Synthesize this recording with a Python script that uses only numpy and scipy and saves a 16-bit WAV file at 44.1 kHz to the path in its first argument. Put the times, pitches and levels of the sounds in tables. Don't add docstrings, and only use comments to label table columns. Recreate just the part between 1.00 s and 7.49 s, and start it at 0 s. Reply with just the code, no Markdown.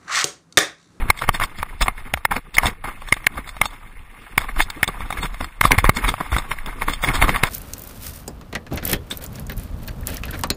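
import sys
import numpy as np
from scipy import signal
from scipy.fft import rfft, irfft
from scipy.io import wavfile
from scipy.ndimage import uniform_filter1d, minimum_filter1d

SR = 44100
rng = np.random.default_rng(int(sys.argv[2]) if len(sys.argv) > 2 else 0)


def pcm_store(signal):
    levels = np.round(np.clip(np.atleast_2d(signal), -1, 1) * 32767)
    wavfile.write(sys.argv[1], SR, levels.astype(np.int16).T)


def volts(x):
    e = np.asarray(x, float) / 20
    return 10 ** e


N = 286209


def evened(x):
    return x / np.sqrt(np.mean(x ** 2) + 1e-20)


def lumps(seconds, depth_db):
    span = max(int(seconds * SR), 1)
    drift = uniform_filter1d(uniform_filter1d(rng.standard_normal(N), span), span)
    return volts(depth_db * evened(drift))


def coloured(points):
    f, db = np.transpose(points)
    hz = np.fft.rfftfreq(N, 1 / SR)
    gain = volts(np.interp(np.log(hz + 1), np.log(f + 1), db, left=-100, right=-100))
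    return evened(irfft(rfft(rng.standard_normal(N)) * gain, N))


def ring(modes):
    t = np.arange(1500) / SR
    tap = 0
    for hz, width, db in modes:
        tap = tap + volts(db) * np.exp(-np.pi * width * t) * np.sin(2 * np.pi * hz * t)
    tap = signal.lfilter(*signal.butter(3, .75 * modes[0][0], "high", fs=SR), tap)
    return tap / abs(tap).max()


def grit(modes, per_s):
    taps = (rng.random(N) < per_s / SR) * rng.standard_normal(N)
    taps = taps * volts(2.5 * np.minimum(rng.exponential(1, N), 4))
    taps = taps * lumps(.008, 3.5)
    return evened(signal.oaconvolve(taps, ring(modes))[:N])


# (time [s], trail roughness [dB], wind buffeting [dB])
RIDE = [(0.0, -32.5, -10.5), (0.22, -43, -43), (0.25, -43, -23), (0.54, -44.5, -32), (1.53, -51.5, -40),
        (1.63, -55.5, -30.5), (2.02, -43, -32.5), (3.07, -48.5, -35.5), (3.13, -46, -46.5),
        (3.61, -44.5, -25.5), (3.69, -41.5, -38.5), (4.17, -37.5, -25.5), (4.54, -48.5, -40.5),
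        (4.64, -47.5, -28), (4.84, -35.5, -25), (5.77, -41, -27.5), (6.27, -36, -22.5), (6.49, -30, -34.5)]
ROUGHNESS, BUFFETING = 1, 2


def ride(column, db, follows):
    rows = np.array(RIDE)
    control_db = np.interp(np.arange(N) / SR, rows[:, 0], rows[:, column])
    return volts(db + follows * (control_db + 44))


# (frequency [Hz], density [dB per Hz])
GUST = [(8.8, -30.5), (15, -1.5), (32, -9), (40, -3.5), (43, -17.5), (59, -19), (200, -38.5), (260, -49),
        (440, -120)]
# (frequency [Hz], density [dB per Hz])
SHUDDER = [(35, -112), (60, -10), (231, -11), (281, -12), (344, -16.5), (500, -17), (650, -43),
           (1100, -120)]


def rumble(wind_gain, shudder_gain):
    wind = evened(coloured(GUST) * lumps(.03, 2.5))
    shudder = evened(coloured(SHUDDER) * lumps(.015, 5))
    return wind_gain * wind + shudder_gain * shudder


# (frequency [Hz], width [Hz], level [dB])
TREAD = [(1980, 1500, -6), (2540, 500, 4.5)]


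def tread():
    return ride(ROUGHNESS, -55.5, .6) * grit(TREAD, per_s=6000)


# (frequency [Hz], width [Hz], level [dB])
WALL = [(906, 430, 13.5), (1020, 280, 5), (1161, 180, 12.5), (1376, 340, 6.5)]
# (frequency [Hz], width [Hz], level [dB])
LID = [(1860, 400, 29), (2125, 99, 21), (2340, 96, -39.5)]
# (frequency [Hz], width [Hz], level [dB])
LATCH = [(2748, 120, -6.5), (3569, 240, 9), (4320, 400, 2), (4985, 540, 1.5), (5130, 230, -15)]


def crunch(body_gain, grit_gain):
    body = grit(WALL, per_s=5000) + volts(-1.0) * grit(LID, per_s=3500)
    return body_gain * evened(body) + grit_gain * grit(LATCH, per_s=4400)


# (time [s], peak [dB], pitch [Hz], length [s])
BUMPS = [(0.093, -8, 61, 0.0036), (0.272, -14.5, 33.3, 0.019), (0.584, -24.5, 87, 0.014),
         (0.809, -10, 46.7, 0.0089), (1.125, -21.5, 73, 0.023), (1.306, -30.5, 93, 0.034),
         (1.629, -11, 55.5, 0.012), (2.119, -17.5, 29.8, 0.011), (2.359, -20.5, 55, 0.018),
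         (3.571, -17.5, 48, 0.03), (4.032, -15, 36.2, 0.011), (4.182, -10, 37.6, 0.012),
         (4.399, -25.5, 78.5, 0.026), (4.647, -7, 47.8, 0.022), (4.779, -1, 87.5, 0.005),
         (4.846, -2.5, 34.9, 0.019), (5.035, -12.5, 47.4, 0.017), (5.32, -7.5, 63, 0.013),
         (6.069, -17.5, 145.4, 0.017), (6.17, -16.5, 70.3, 0.036), (6.227, -10, 33.3, 0.013)]


def bumps():
    out = np.zeros(N + 4000)
    t = np.arange(4000) / SR
    for s, db, hz, length in BUMPS:
        u = t / np.clip(length, .003, .03)
        swing = u * np.exp(1 - u) * np.sin(2 * np.pi * hz * t * (1 - 1.8 * t))
        at = round(s * SR)
        out[at:at + 4000] += volts(db - 5.0) * swing
    return out[:N]


# (time [s], peak [dB], length [s])
DRAGS = [(0.086, -18.5, 0.022), (0.217, -9.5, 0.034), (.282, -8.5, 0.014), (0.585, -18.5, 0.025),
         (0.862, -13, 0.018), (0.885, -8.5, 0.016), (1.054, -27, 0.084), (1.312, -8, 0.029),
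         (1.361, -10, 0.018), (1.581, -5.5, 0.034), (1.65, -8, 0.061), (1.842, -10, 0.02),
         (1.876, -16.5, 0.041), (2.167, -20.5, 0.013), (2.34, -26, 0.031), (2.376, -17, 0.022),
         (2.619, -12.5, 0.028), (3.487, -18, 0.019), (3.595, -5, 0.016), (3.889, -11, 0.012),
         (4.019, -13.5, 0.012), (4.407, -13.5, 0.044), (4.632, -10, 0.0046), (4.711, 0.5, 0.031),
         (5.206, -7.5, 0.0096), (5.369, -15.5, .044), (5.512, -9.5, .017), (5.815, -12.5, 0.019),
         (6.079, -1, 0.032), (6.348, -12, 0.033)]
# (time [s], peak [dB], length [s], sand [dB])
GRINDS = [(0.339, -13, 0.034, -12), (0.412, -5, 0.027, -17), (.811, -6, 0.025, -5),
          (.821, -10.5, 0.012, 3.5), (.977, -24.5, 0.042, -15), (1.545, -18, .018, 1.5),
          (1.629, -13.5, 0.033, -15.5), (2.08, -27, 0.017, -11.5), (2.46, -34, 0.028, -11),
          (2.709, -31.5, 0.051, -4), (3.392, -16, 0.072, -8.5), (3.564, -16, 0.022, -13),
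          (3.61, -11, 0.016, 4), (4.174, -17, 0.034, -14), (4.231, -11.5, 0.025, -6.5),
          (4.642, -3, 0.032, -4.5), (4.783, -7, 0.018, -1.5), (4.846, -5.5, 0.029, -7),
          (4.966, -13.5, 0.026, -11.5), (5.04, -7.5, .026, -18), (5.083, -5, 0.017, -10.5),
          (5.321, -10, 0.03, -4), (5.664, -19.5, 0.041, -17), (5.88, -11, 0.036, -3.5),
          (6.029, -10, 0.04, -7.5), (6.142, -6.5, 0.04, -8), (6.217, 1, 0.041, -13.5),
          (6.284, -7, 0.028, -6), (6.433, -2.8, 0.021, -6), (6.472, -16, 0.0062, 4)]


def drag():
    gains = np.zeros((2, N + 5000))
    lead_s = .006
    t = np.arange(5000) / SR - lead_s
    dull = [(*row, -19) for row in DRAGS]
    for s, db, length, sand_db in dull + list(GRINDS):
        side_s = np.where(t < 0, .003, np.clip(length, .006, .05))
        shape = np.exp(-(t / side_s) ** 2)
        at = round((s - lead_s) * SR)
        gains[:, at:at + 5000] += volts(db - 15.0 + np.array([[0], [sand_db]])) * shape
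    return gains[:, :N]


# (frequency [Hz], width [Hz], level [dB])
THUD = [(98, 140, 7), (242.4, 120, -8.5), (419, 130, -9.5)]
# (time [s], strength [dB], lean from wall to lid [dB])
SLAMS = [(.102, -1, -0.5), (.291, -4.5, -4.8), (.629, -16, -5), (.812, -15, -3.5), (.882, -12, -2.5),
         (1.139, -12.5, 4), (1.252, -12, 4.5), (1.583, -7, 7), (2.125, -9, 5.5), (2.268, -10.5, 8.5),
         (2.615, -11, 5), (3.379, -11, 5.5), (3.604, -11, 5), (3.831, -10.5, 6), (4.612, -12, 9),
         (4.653, -5.5, -5.5), (4.718, -10.5, 10.5), (4.786, -5, -2.5), (4.843, -9, -8.5), (4.852, -14, 3),
         (4.894, 1.5, -3), (5.14, -19, -5), (5.515, -17.5, 5.5), (5.82, -20.5, 3), (6.038, -12, -5.5),
         (6.088, -24.5, 11.5), (6.217, -14.5, -0.5), (6.224, -9.5, 3.5), (6.293, -10.5, -1), (6.436, -7, 1)]
# (time [s], strength [dB], lean from wall to lid [dB])
TAPS = [(.221, -17, -10), (.399, -19.5, -3), (.621, -34, 2), (2.243, -36, 6), (1.174, -27, -4.5),
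        (1.323, -33, 8.5), (1.365, -17.5, 0), (1.568, -24, 5), (1.633, -12, -16), (1.855, -29, -16),
        (2.019, -29, -11), (2.167, -27, -3.5), (2.475, -29, -6), (2.567, -29, -2), (3.417, -24.5, -2.5),
        (4.006, -25.5, -6), (4.105, -18, -13), (4.126, -23, 1), (4.186, -34, 6.5), (4.254, -23.5, -2.5),
        (4.344, -31.5, -1), (4.41, -19.5, -6.5), (4.964, -43, -2), (5.046, -20, -11), (5.208, -19.5, -36),
        (5.328, -20, -14), (5.365, -14.5, -7), (5.587, -43, 17), (5.883, -14, -32), (6.36, -22.5, 8)]
# (time [s], strength [dB], lean from wall to lid [dB])
TICKS = [(.175, -43, 11), (.19, -35.5, 8), (.348, -28.5, 5), (.418, -29.5, -3), (.437, -21.5, -1),
         (.587, -32.5, -3), (.826, -25, 8), (1.657, -15.5, -9), (1.667, -19.5, 4), (2.087, -31, -2),
         (2.14, -32.5, 13), (2.491, -38, 11), (2.656, -21.5, 0), (3.389, -29.5, 2), (3.702, -28, 6),
         (3.841, -25.5, 6.5), (3.878, -24, 4.5), (4.444, -25.5, -3.5), (4.97, -27, 9), (5.079, -24.5, -7),
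         (5.09, -19, 2.5), (5.242, -55, 15), (5.384, -21.5, -0.5), (5.661, -31.5, -3), (5.67, -46, -15),
         (5.828, -41, 8.5), (5.935, -25.5, 4), (6.045, -25, 8.5), (6.154, -18.5, -1.5), (6.238, -46, 11)]


def knocks():
    # (latch share [dB], chatter length [s])
    kinds = [(SLAMS, (-10.5, 0.0039)), (TAPS, (-3.5, 0.0044)), (TICKS, (6.7, 0.0044))]
    rows = [tuple(row) + kind for table, kind in kinds for row in table]
    blows, pushes = np.zeros((3, N + 2000)), np.zeros(N)
    lead_s = .002
    t = np.arange(2000) / SR - lead_s
    for s, peak_db, lean_db, latch_db, length in rows:
        rough = rng.standard_normal((4, 2000))
        share_db = np.array([0, lean_db, latch_db + lean_db / 2])
        dying = (t / np.clip(length, .0003, .008)) ** 2
        swell = np.exp(np.where(t < 0, t / .0006, -dying))
        uneven = volts(3.5 * evened(uniform_filter1d(rough[3], 70)))
        chatter = .22 * rough[:3] * swell * uneven
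        chatter[:, 88:94] -= 1.2 * np.hanning(6)
        chatter /= np.sqrt(np.sum(chatter[:, :350] ** 2, axis=1, keepdims=True))
        at = round((s - lead_s) * SR)
        blows[:, at:at + 2000] += volts(peak_db + 7.0 + share_db)[:, None] * chatter
        pushes[at] = volts(peak_db - 7.0 + 3.9 * rough[3, 0])
    rung = sum(signal.oaconvolve(blow, ring(part))[:N] for blow, part in zip(blows, (WALL, LID, LATCH)))
    thud = uniform_filter1d(signal.oaconvolve(pushes, ring(THUD))[:N], 40)
    return rung + thud


def scene():
    body, sharp = drag()
    shudder_gain = ride(ROUGHNESS, -48.5, 1) + volts(-7.0) * body
    shake = volts(-4) * uniform_filter1d(body, int(.04 * SR))
    wind_gain = ride(BUFFETING, -44.5, 0.87) + shake
    body_gain = ride(ROUGHNESS, -44, 0.96) + body
    grit_gain = ride(ROUGHNESS, -58, 0.91) + sharp
    background = rumble(wind_gain, shudder_gain) + tread()
    return (background + crunch(body_gain, grit_gain) + bumps() + knocks())[None]


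def ducked(x):
    duck_from_db, duck_share, recover_db_per_s = -15, 0.4, 246
    power_db = 10 * np.log10(abs(uniform_filter1d(x ** 2, 200)) + 1e-12)
    fall = np.arange(len(x)) * recover_db_per_s / SR
    held_db = np.maximum.accumulate(power_db + fall) - fall
    over_db = np.maximum(held_db - duck_from_db, 0)
    return x / volts(duck_share * np.roll(uniform_filter1d(over_db, 120), 220))


def sampled_and_held(x):
    slow = np.clip(signal.resample_poly(x, 40, 147), -.97, .97)
    held = signal.resample_poly(np.repeat(slow, 4), 147, 160)[:N]
    held = np.pad(held, (0, N - len(held)))
    edge = signal.firwin(255, 16250, window=("kaiser", 7), fs=SR)
    return signal.oaconvolve(held, edge, "same")


# (frequency [Hz], signal over the rounding step [dB])
COARSE = [(300, 22), (1500, 12), (2600, 6), (3500, -2), (4500, -6.5), (6000, -10), (7500, -7.5),
          (10000, -8.3), (12000, -7), (13000, -7.5), (15300, -7.5), (15600, -14), (16000, -30)]


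def rounded(x, size, count, extra_db):
    n, k = np.arange(2 * size), np.arange(size)
    basis = np.cos(np.pi / size * np.outer(n + .5 + size / 2, k + .5)) * np.sqrt(2 / size)
    basis *= np.sin(np.pi * (n[:, None] + .5) / (2 * size))
    blocks = np.pad(x, (size, 2 * size - N % size)).reshape(-1, size)
    lines = np.hstack([blocks[:-1], blocks[1:]]) @ basis
    lines = lines[:, :size // count * count]
    power = (lines ** 2).reshape(len(lines), -1, count).mean(2) + 1e-14
    nearby = .7 * power + .3 * uniform_filter1d(power, 5, 1)
    mask_db = 10 * np.log10(nearby + volts(-90) * power.sum(1, keepdims=True))
    hz = (np.arange(power.shape[1]) + .5) * count * SR / (2 * size)
    fine_db = np.interp(hz, *np.transpose(COARSE)) + extra_db
    luck_db = 3.5 * rng.standard_normal(power.shape)
    step = np.repeat(volts(mask_db - fine_db + luck_db), count, 1)
    kept = np.sign(lines) * np.floor(abs(lines) / step + .4054) * step
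    halves = kept @ basis[:, :kept.shape[1]].T
    return (halves[:-1, size:] + halves[1:, :size]).ravel()[:N]


def stored(x):
    sharp = uniform_filter1d(np.diff(x, prepend=0) ** 2, 128)
    jump = sharp > volts(40.) * np.roll(uniform_filter1d(sharp, 1024), 640)
    short = uniform_filter1d(1 - minimum_filter1d(1. - jump, 1400), 256)
    long_blocks = rounded((1 - short) * x, size=1024, count=24, extra_db=0)
    short_blocks = rounded(short * x, size=128, count=4, extra_db=3)
    return short_blocks + long_blocks


def band_limit(x):
    return signal.sosfilt(signal.butter(12, 16290, fs=SR, output="sos"), x)


def record(dry):
    held = sampled_and_held(ducked(dry[0]))
    mix = np.clip(stored(held), -1, 1)[None]
    return band_limit(mix)


dry = scene()
out = record(dry)
pcm_store(out)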